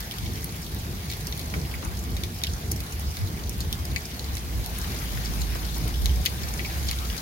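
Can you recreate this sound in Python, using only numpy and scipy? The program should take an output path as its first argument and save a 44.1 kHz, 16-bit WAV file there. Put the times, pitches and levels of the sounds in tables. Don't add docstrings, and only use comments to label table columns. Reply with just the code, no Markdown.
import sys
import numpy as np
from scipy import signal
from scipy.fft import rfft, irfft, next_fast_len
from scipy.io import wavfile
from scipy.ndimage import uniform_filter1d, map_coordinates

SR = 44100
rng = np.random.default_rng(int(sys.argv[2]) if len(sys.argv) > 2 else 0)


def store_wav(level_fs):
    pcm = np.round(np.clip(np.atleast_2d(level_fs), -1, 1) * 32767)
    wavfile.write(sys.argv[1], SR, pcm.T.astype(np.int16))


def voltage_ratio(decibels):
    exponent = np.asarray(decibels, float) / 20
    return 10 ** exponent


N = 317961

# start_s, level_db, left_right_db
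RAIN_COURSE = [(0.0, -40.5, 1), (0.78, -41.5, 1), (1.2, -40, 1), (2.1, -42, 1), (2.99, -41, 0.5),
               (3.49, -41.5, 1), (4.5, -40.5, 1), (4.9, -37.5, 3), (6.04, -39, 3.5), (6.85, -37.5, 2.5),
               (7.21, -37.5, 3.5)]


def unit(x):
    return x / np.sqrt(np.mean(x ** 2) + 1e-20)


def along(points, hz):
    point_hz, value = np.transpose(points)
    return np.interp(np.log(hz + 1), np.log(point_hz + 1), value)


def curves(rows):
    s, *columns = np.transpose(rows)
    return [np.interp(np.arange(N) / SR, s, column) for column in columns]


def filtered(x, response):
    size = next_fast_len(N + 8192)
    hz = np.fft.rfftfreq(size, 1 / SR)
    return irfft(rfft(x, size) * response(hz), size)[..., :N]


def sides(pan_db):
    return voltage_ratio(np.array([pan_db / 2, -pan_db / 2]))


def wobble(knots_per_s):
    position = np.arange(N) * np.clip(knots_per_s, 1, 25) / SR
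    return map_coordinates(rng.standard_normal(200), [position])


def rush(spectrum, patchy_db):
    # frequency_hz, likeness
    likeness = [(60, 1), (110, 0.94), (200, 0.87), (380, 0.83), (700, 0.43), (1290, -0.58), (2380, 0.32),
                (4400, -0.29), (8120, 0.0034), (15000, -0.17)]
    cells = signal.stft(rng.standard_normal((2, N)), nperseg=512)[2]
    field = uniform_filter1d(rng.standard_normal(cells.shape[1:]), 6, 0)
    field = unit(uniform_filter1d(field, 10, 1))
    pair = signal.istft(cells * voltage_ratio(patchy_db * field), nperseg=512)[1][:, :N]

    def mid_side_response(hz):
        angle = np.arccos(np.clip(along(likeness, hz), -1, 1)) / 2
        return voltage_ratio(along(spectrum, hz)) * [np.cos(angle), np.sin(angle)]

    mid, side = filtered(pair, mid_side_response)
    return unit(np.array([mid + side, mid - side]))


def storm():
    # start_s, level_db, pitch_hz
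    boom_course = [(0, -32, 57), (.12, -50, 57.5), (.22, -31.5, 61.8), (.8, -52, 65.2), (1.45, -38, 73.4),
                   (1.85, -35.5, 63.55), (2.25, -32, 60.03), (2.39, -76, 61.7), (2.49, -25, 64.95),
                   (2.68, -43, 68.2), (2.77, -25, 71), (2.88, -54, 61.65), (2.96, -26.5, 71.4),
                   (3.01, -45, 66), (3.08, -24, 72.3), (3.17, -37, 81.6), (3.24, -22, 95.6),
                   (3.31, -45, 80.5), (3.4, -37, 67), (3.47, -25, 66.3), (3.53, -40, 65.7), (3.6, -30, 66),
                   (3.75, -28.5, 64.7), (3.82, -20, 63.8), (3.87, -41, 65.7), (3.92, -25.5, 65.9),
                   (4.1, -61, 71), (4.2, -34, 64.6), (4.42, -25.5, 60.7), (4.9, -32.5, 56.4),
                   (5.3, -26, 55.37), (6.03, -23.5, 54.06), (6.1, -15, 58.2), (6.2, -28, 58),
                   (6.26, -28, 75.5), (6.33, -33, 60.03), (6.4, -34, 79.96), (6.47, -29, 64.76),
                   (6.56, -27, 63.9), (6.74, -33, 64.76), (6.84, -22, 66.03), (7.07, -24, 60.97),
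                   (7.21, -38, 51)]
    # start_s, left_right_db
    drift = [(0, -1), (4, 1.5), (5.5, -3), (7.21, -0.5)]
    # start_s, level_db
    rumble_course = [(0, -37), (.3, -32), (1, -34.5), (1.58, -32), (2.4, -32.5), (3.2, -31.5), (4.1, -35),
                     (5.2, -32), (6.04, -32), (6.1, -29), (6.17, -32), (7.21, -34)]
    # frequency_hz, level_db
    roll_spectrum = [(15, -40), (25, -28), (43, -4.5), (65, -1), (130, -8.5), (166, -9), (298, -20.5),
                     (339, -17), (380, -23.5), (426, -21.5), (560, -32), (738, -29.5), (1200, -34.5),
                     (1560, -66), (2640, -120)]
    # frequency_hz, left_right_db
    lean = [(100, 0), (400, 1)]
    surge_base_db, surges_per_s = 1.6, 22
    steady_db, surge_per_db = -9, 0.09
    flutter_db, flutters_per_s = 1.5, 12
    bass_hz = 33.7

    rumble_db, = curves(rumble_course)
    boom_db, pitch_hz = curves(boom_course)
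    surge_depth_db = np.clip(surge_base_db + surge_per_db * (steady_db - boom_db), 0, 8)
    boom_db = boom_db + surge_depth_db * wobble(surges_per_s)
    rumble_db = rumble_db + flutter_db * wobble(flutters_per_s)
    surge_db = boom_db - uniform_filter1d(boom_db, SR // 2)
    roll = voltage_ratio(rumble_db + 0.056 * surge_db) * rush(roll_spectrum, patchy_db=0.5)

    sway = filtered(rng.standard_normal((3, N)), lambda hz: 1 / (1 + (hz / 12) ** 2))
    phase = 2 * np.pi * np.cumsum(pitch_hz) / SR
    phase = phase + 0.95 * unit(sway[0]) + 0.5 * unit(sway[1:])
    boom = voltage_ratio(boom_db) * sides(curves(drift)[0]) * np.sin(phase)
    return filtered(roll + boom, lambda hz: sides(along(lean, hz)) / (1 + (bass_hz / (hz + 1)) ** 3))


def hiss():
    # frequency_hz, level_db
    spectrum = [(290, -0.5), (500, -0.5), (554, -1.5), (742, 1.5), (924, -2), (1290, 0.5), (2220, -1),
                (2610, -3.5), (4050, -2), (6100, -4.5), (7000, -8), (8060, -8.5), (9200, -10),
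                (11400, -5.5), (15100, -9), (15800, -5), (16500, -56)]
    hiss_db, pan_db = curves(RAIN_COURSE)
    size = voltage_ratio(4 * np.clip(rng.standard_normal((2, N)), -2, 2))
    impulses = (rng.random((2, N)) < 500 / SR) * size
    t = np.arange(256) / SR
    tick = voltage_ratio(-60 * t / .004) * rng.standard_normal((2, len(t)))
    ticks = signal.fftconvolve(impulses, tick, axes=1)[:, :N]
    ticks = unit(filtered(ticks, lambda hz: voltage_ratio(along(spectrum, hz)) * np.clip(hz / 2500, 0, 1) ** 2))
    wash = rush(spectrum, patchy_db=2.17)
    return voltage_ratio(hiss_db) * sides(pan_db) * (wash + voltage_ratio(-8.5) * ticks)


def splats(s, sharp, bodies, echo_db, spread_s):
    length, lead, droplets = 4096, 512, 28
    ear_lag_s = .00043
    span_s = .006
    wall_s, wall_db, wall_hz = .0065, -7, 4500
    t, f = np.arange(length - lead) / SR, np.fft.rfftfreq(length, 1 / SR)

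    when, size, side = rng.standard_normal((3, len(s), droplets))
    sharp = np.clip(sharp, 0, 1)[:, None]
    when = spread_s * (1.2 - sharp) * (np.abs(when) - .5 * (1 - sharp))
    when = np.column_stack([0 * s, np.clip(when, -lead / SR, None)])
    size = np.column_stack([np.sqrt(sharp), np.sqrt((1 - sharp) / droplets) * size])
    lag = ear_lag_s * np.column_stack([0 * s + 1, np.abs(np.tanh(side + .5))])
    blows = np.zeros((2, len(s), length))
    for ear, late in zip(blows, (0, lag)):
        place = lead + np.round((when + late) * SR).astype(int)
        np.add.at(ear, (np.arange(len(s))[:, None], place), size)
    struck = rfft(blows)

    wall_delay = wall_s * (.9 + .2 * rng.random((len(s), 1)))
    wall = voltage_ratio(wall_db) * np.exp(-2j * np.pi * f * wall_delay) / (1 + (f / wall_hz) ** 2)
    total = 0
    for level_db, hz, width, t60 in bodies:
        tail = voltage_ratio(echo_db - 60 * t / t60) * rng.standard_normal((2, len(s), len(t)))
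        answer = 1 + wall + rfft(tail * (1 - np.exp(-t / 0.00029)), length)
        hz, width = np.reshape(hz, (-1, 1)), np.reshape(width, (-1, 1))
        resonance = 1j * f * width / (hz * hz - f * f + 1j * f * width)
        ring = resonance ** 2 * answer * struck
        energy = 2 * np.sum(np.abs(ring) ** 2, (0, 2)) / (2 * length)
        total = total + (voltage_ratio(level_db) * np.sqrt(span_s * SR / energy))[:, None] * ring
    sound = irfft(total, length)
    place = np.round(s * SR).astype(int)[:, None] + np.arange(length)
    return np.array([np.bincount(place.ravel(), ear.ravel(), N + 2 * length)[lead:N + lead] for ear in sound])


def drops(rows, echo_db, spread_s, modes=()):
    s, pipe_db, splash_db, hz, spray_db, sharp = np.transpose(rows)
    overtone = 1.47 + .12 * rng.random(len(s))
    bodies = [(pipe_db, 2250, 560, .1)]
    bodies += [(pipe_db + db, *mode) for db, *mode in modes]
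    bodies += [(splash_db, hz, .3 * hz, .08), (splash_db - 4.5, hz * overtone, .3 * hz, .08)]
    bodies += [(spray_db, 11500, 6000, .06)]
    return sides(curves(RAIN_COURSE)[1]) * splats(s, sharp, bodies, echo_db, spread_s)


def patter(count=800):
    s, sharp = rng.random((2, count))
    size_db = 3.2 * np.clip(rng.exponential(size=count), 0, 2.1)
    pipe, splash, pitch, spray = rng.standard_normal((4, count))
    pipe_db = size_db - 28.0 + 5 * pipe
    splash_db = size_db - 11.5 + 4 * splash
    spray_db = size_db - 16.0 + 4 * spray
    pitch_hz = 4600 * np.exp(.3 * pitch)
    rows = np.column_stack([s * N / SR, pipe_db, splash_db, pitch_hz, spray_db, .6 * sharp])
    return voltage_ratio(curves(RAIN_COURSE)[0]) * drops(rows, echo_db=-28, spread_s=.004)


def drips():
    # start_s, pipe_db, splash_db, splash_pitch_hz, spray_db
    near_drips = [(0.005, -48.5, -38.5, 4940, -34.5), (0.1116, -59, -32.5, 3460, -39),
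                  (0.1204, -59, -39.5, 3580, -38.5), (0.184, -65, -37, 3340, -38.5),
                  (0.26, -46, -38, 3430, -46.5), (0.335, -64, -42, 5900, -41),
                  (0.444, -64, -42.5, 5500, -28), (0.618, -60, -50, 6000, -45),
                  (0.747, -64, -45, 4860, -37), (1.1, -41.5, -33.5, 4400, -41.5),
                  (1.115, -47, -36.5, 3930, -36.5), (1.124, -52, -35, 3550, -46),
                  (1.135, -48, -40, 4400, -43), (1.27, -61, -31, 5540, -33), (1.325, -47, -32.5, 3780, -50),
                  (1.3766, -54, -44, 4570, -40), (1.394, -47, -37, 4150, -36),
                  (1.4138, -48, -39.5, 4730, -43), (1.5403, -37.5, -44, 4880, -42.5),
                  (1.615, -64, -41, 4900, -50), (1.74, -36.5, -56, 4890, -43), (1.849, -60, -38, 6240, -39),
                  (2.039, -66, -43, 6800, -42), (2.105, -62, -51, 6000, -43),
                  (2.167, -43, -34.5, 3790, -40), (2.236, -41, -29, 3760, -34),
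                  (2.345, -63, -54, 6000, -42), (2.417, -56, -38.5, 3366, -49),
                  (2.4367, -36.5, -23, 3830, -29.5), (2.446, -47, -32, 3303, -42),
                  (2.469, -58, -30.5, 3170, -38), (2.5353, -58, -36.5, 5880, -56.5),
                  (2.7153, -58, -32.5, 4860, -29.5), (2.718, -62, -29, 6600, -28),
                  (2.762, -62, -39, 5600, -39.5), (2.8041, -45, -38, 4200, -36),
                  (2.9238, -61, -38.5, 6590, -52), (2.997, -63, -54, 5223, -37.5),
                  (3.1697, -45, -34.5, 4067, -37.5), (3.4948, -59, -34, 6110, -32),
                  (3.58, -62, -52, 6080, -41), (3.6054, -62, -32.5, 4410, -35),
                  (3.7275, -63, -27, 3600, -29.5), (3.853, -60, -36, 5330, -34.5),
                  (3.9614, -28.5, -29, 4085, -36.5), (4.0547, -54, -35, 5405, -49.5),
                  (4.194, -64, -33, 4070, -53), (4.3524, -58, -35.5, 6580, -40.5),
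                  (4.369, -43, -36, 3594, -36), (4.6613, -56, -36.5, 4480, -33),
                  (4.7872, -48, -55, 4013, -32), (5.2583, -46.5, -34, 4884, -48),
                  (5.4174, -57, -32.5, 4390, -37), (5.5503, -59, -38.5, 5530, -38),
                  (5.6518, -60, -35.5, 4716, -48.5), (5.781, -50, -55, 6650, -34.5),
                  (5.8808, -55, -45, 6570, -35), (6.02, -60, -51, 5995, -39),
                  (6.058, -42, -24.5, 3890, -30), (6.2415, -60, -50, 6044, -44),
                  (6.2532, -40, -32, 4510, -30), (6.2598, -40, -21, 3360, -25),
                  (6.2626, -31, -23.5, 4270, -30.5), (6.487, -60, -36, 5974, -44),
                  (6.5381, -48, -34.5, 6210, -49), (6.594, -37.5, -34, 2460, -52.5),
                  (6.601, -39, -47, 4200, -53), (6.6484, -41, -35.5, 2470, -52),
                  (6.6555, -40, -52, 3400, -58), (6.884, -50, -32.5, 3860, -47),
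                  (6.888, -44, -28, 4320, -47.5), (6.894, -49, -33.5, 3296, -48),
                  (6.9123, -37, -29.5, 4440, -29.5), (6.987, -52, -35, 3685, -48)]
    # level_db (re its knock), pitch_hz, width_hz, t60_s (under the porch)
    pipe_modes = [(-5, 2030, 110, .07), (-3, 2250, 110, .07), (-6, 2480, 110, .07)]
    rows = np.array(near_drips)
    splash_db, spray_db = rows[:, 2], rows[:, 4]
    loudest_db = np.max(rows[:, [1, 2, 4]], axis=1)
    sharp = .6 + .018 * (loudest_db + 30) + .012 * np.clip(spray_db - splash_db, -8, 8)
    return drops(np.column_stack([rows, sharp]), echo_db=-31, spread_s=.003, modes=pipe_modes)


def thuds():
    # start_s, knock_db, knock_pitch_hz, body_db
    board_drops = [(1.539, -29, 1510, -39), (1.563, -50, 750, -30), (1.828, -34, 1065, -35),
                   (1.853, -34.5, 1090, -41), (2.994, -41, 632, -45), (4.844, -35, 1818, -45),
                   (5.174, -34, 1920, -48), (5.555, -32, 920, -40), (5.763, -35.5, 728, -40)]
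    s, knock_db, hz, body_db = np.transpose(board_drops)
    bodies = [(knock_db, hz, 1.14 * hz, .1), (body_db, 265, 120, .2)]
    return sides(np.array([4])) * splats(s, 0 * s + 0.465, bodies, echo_db=-27, spread_s=0.00298)


def scene():
    return storm() + hiss() + patter() + drips() + thuds()


def low_pass(x):
    return signal.sosfilt(signal.butter(12, 16820, fs=SR, output="sos"), x)


def record(dry):
    # frequency_hz, left_right_db
    treble_lean = [(8000, -0.5), (13000, 0.2)]
    top_hz = 15900

    def response(hz):
        dip_db = -3 * np.exp(-((hz - 8000) / 700) ** 2)
        cut_db = -30 * np.clip((hz - top_hz) / 150, 0, 1.5)
        return voltage_ratio(dip_db + cut_db) * sides(along(treble_lean, hz))

    heard = filtered(dry, response)
    return low_pass(heard)


dry = scene()
out = record(dry)
store_wav(out)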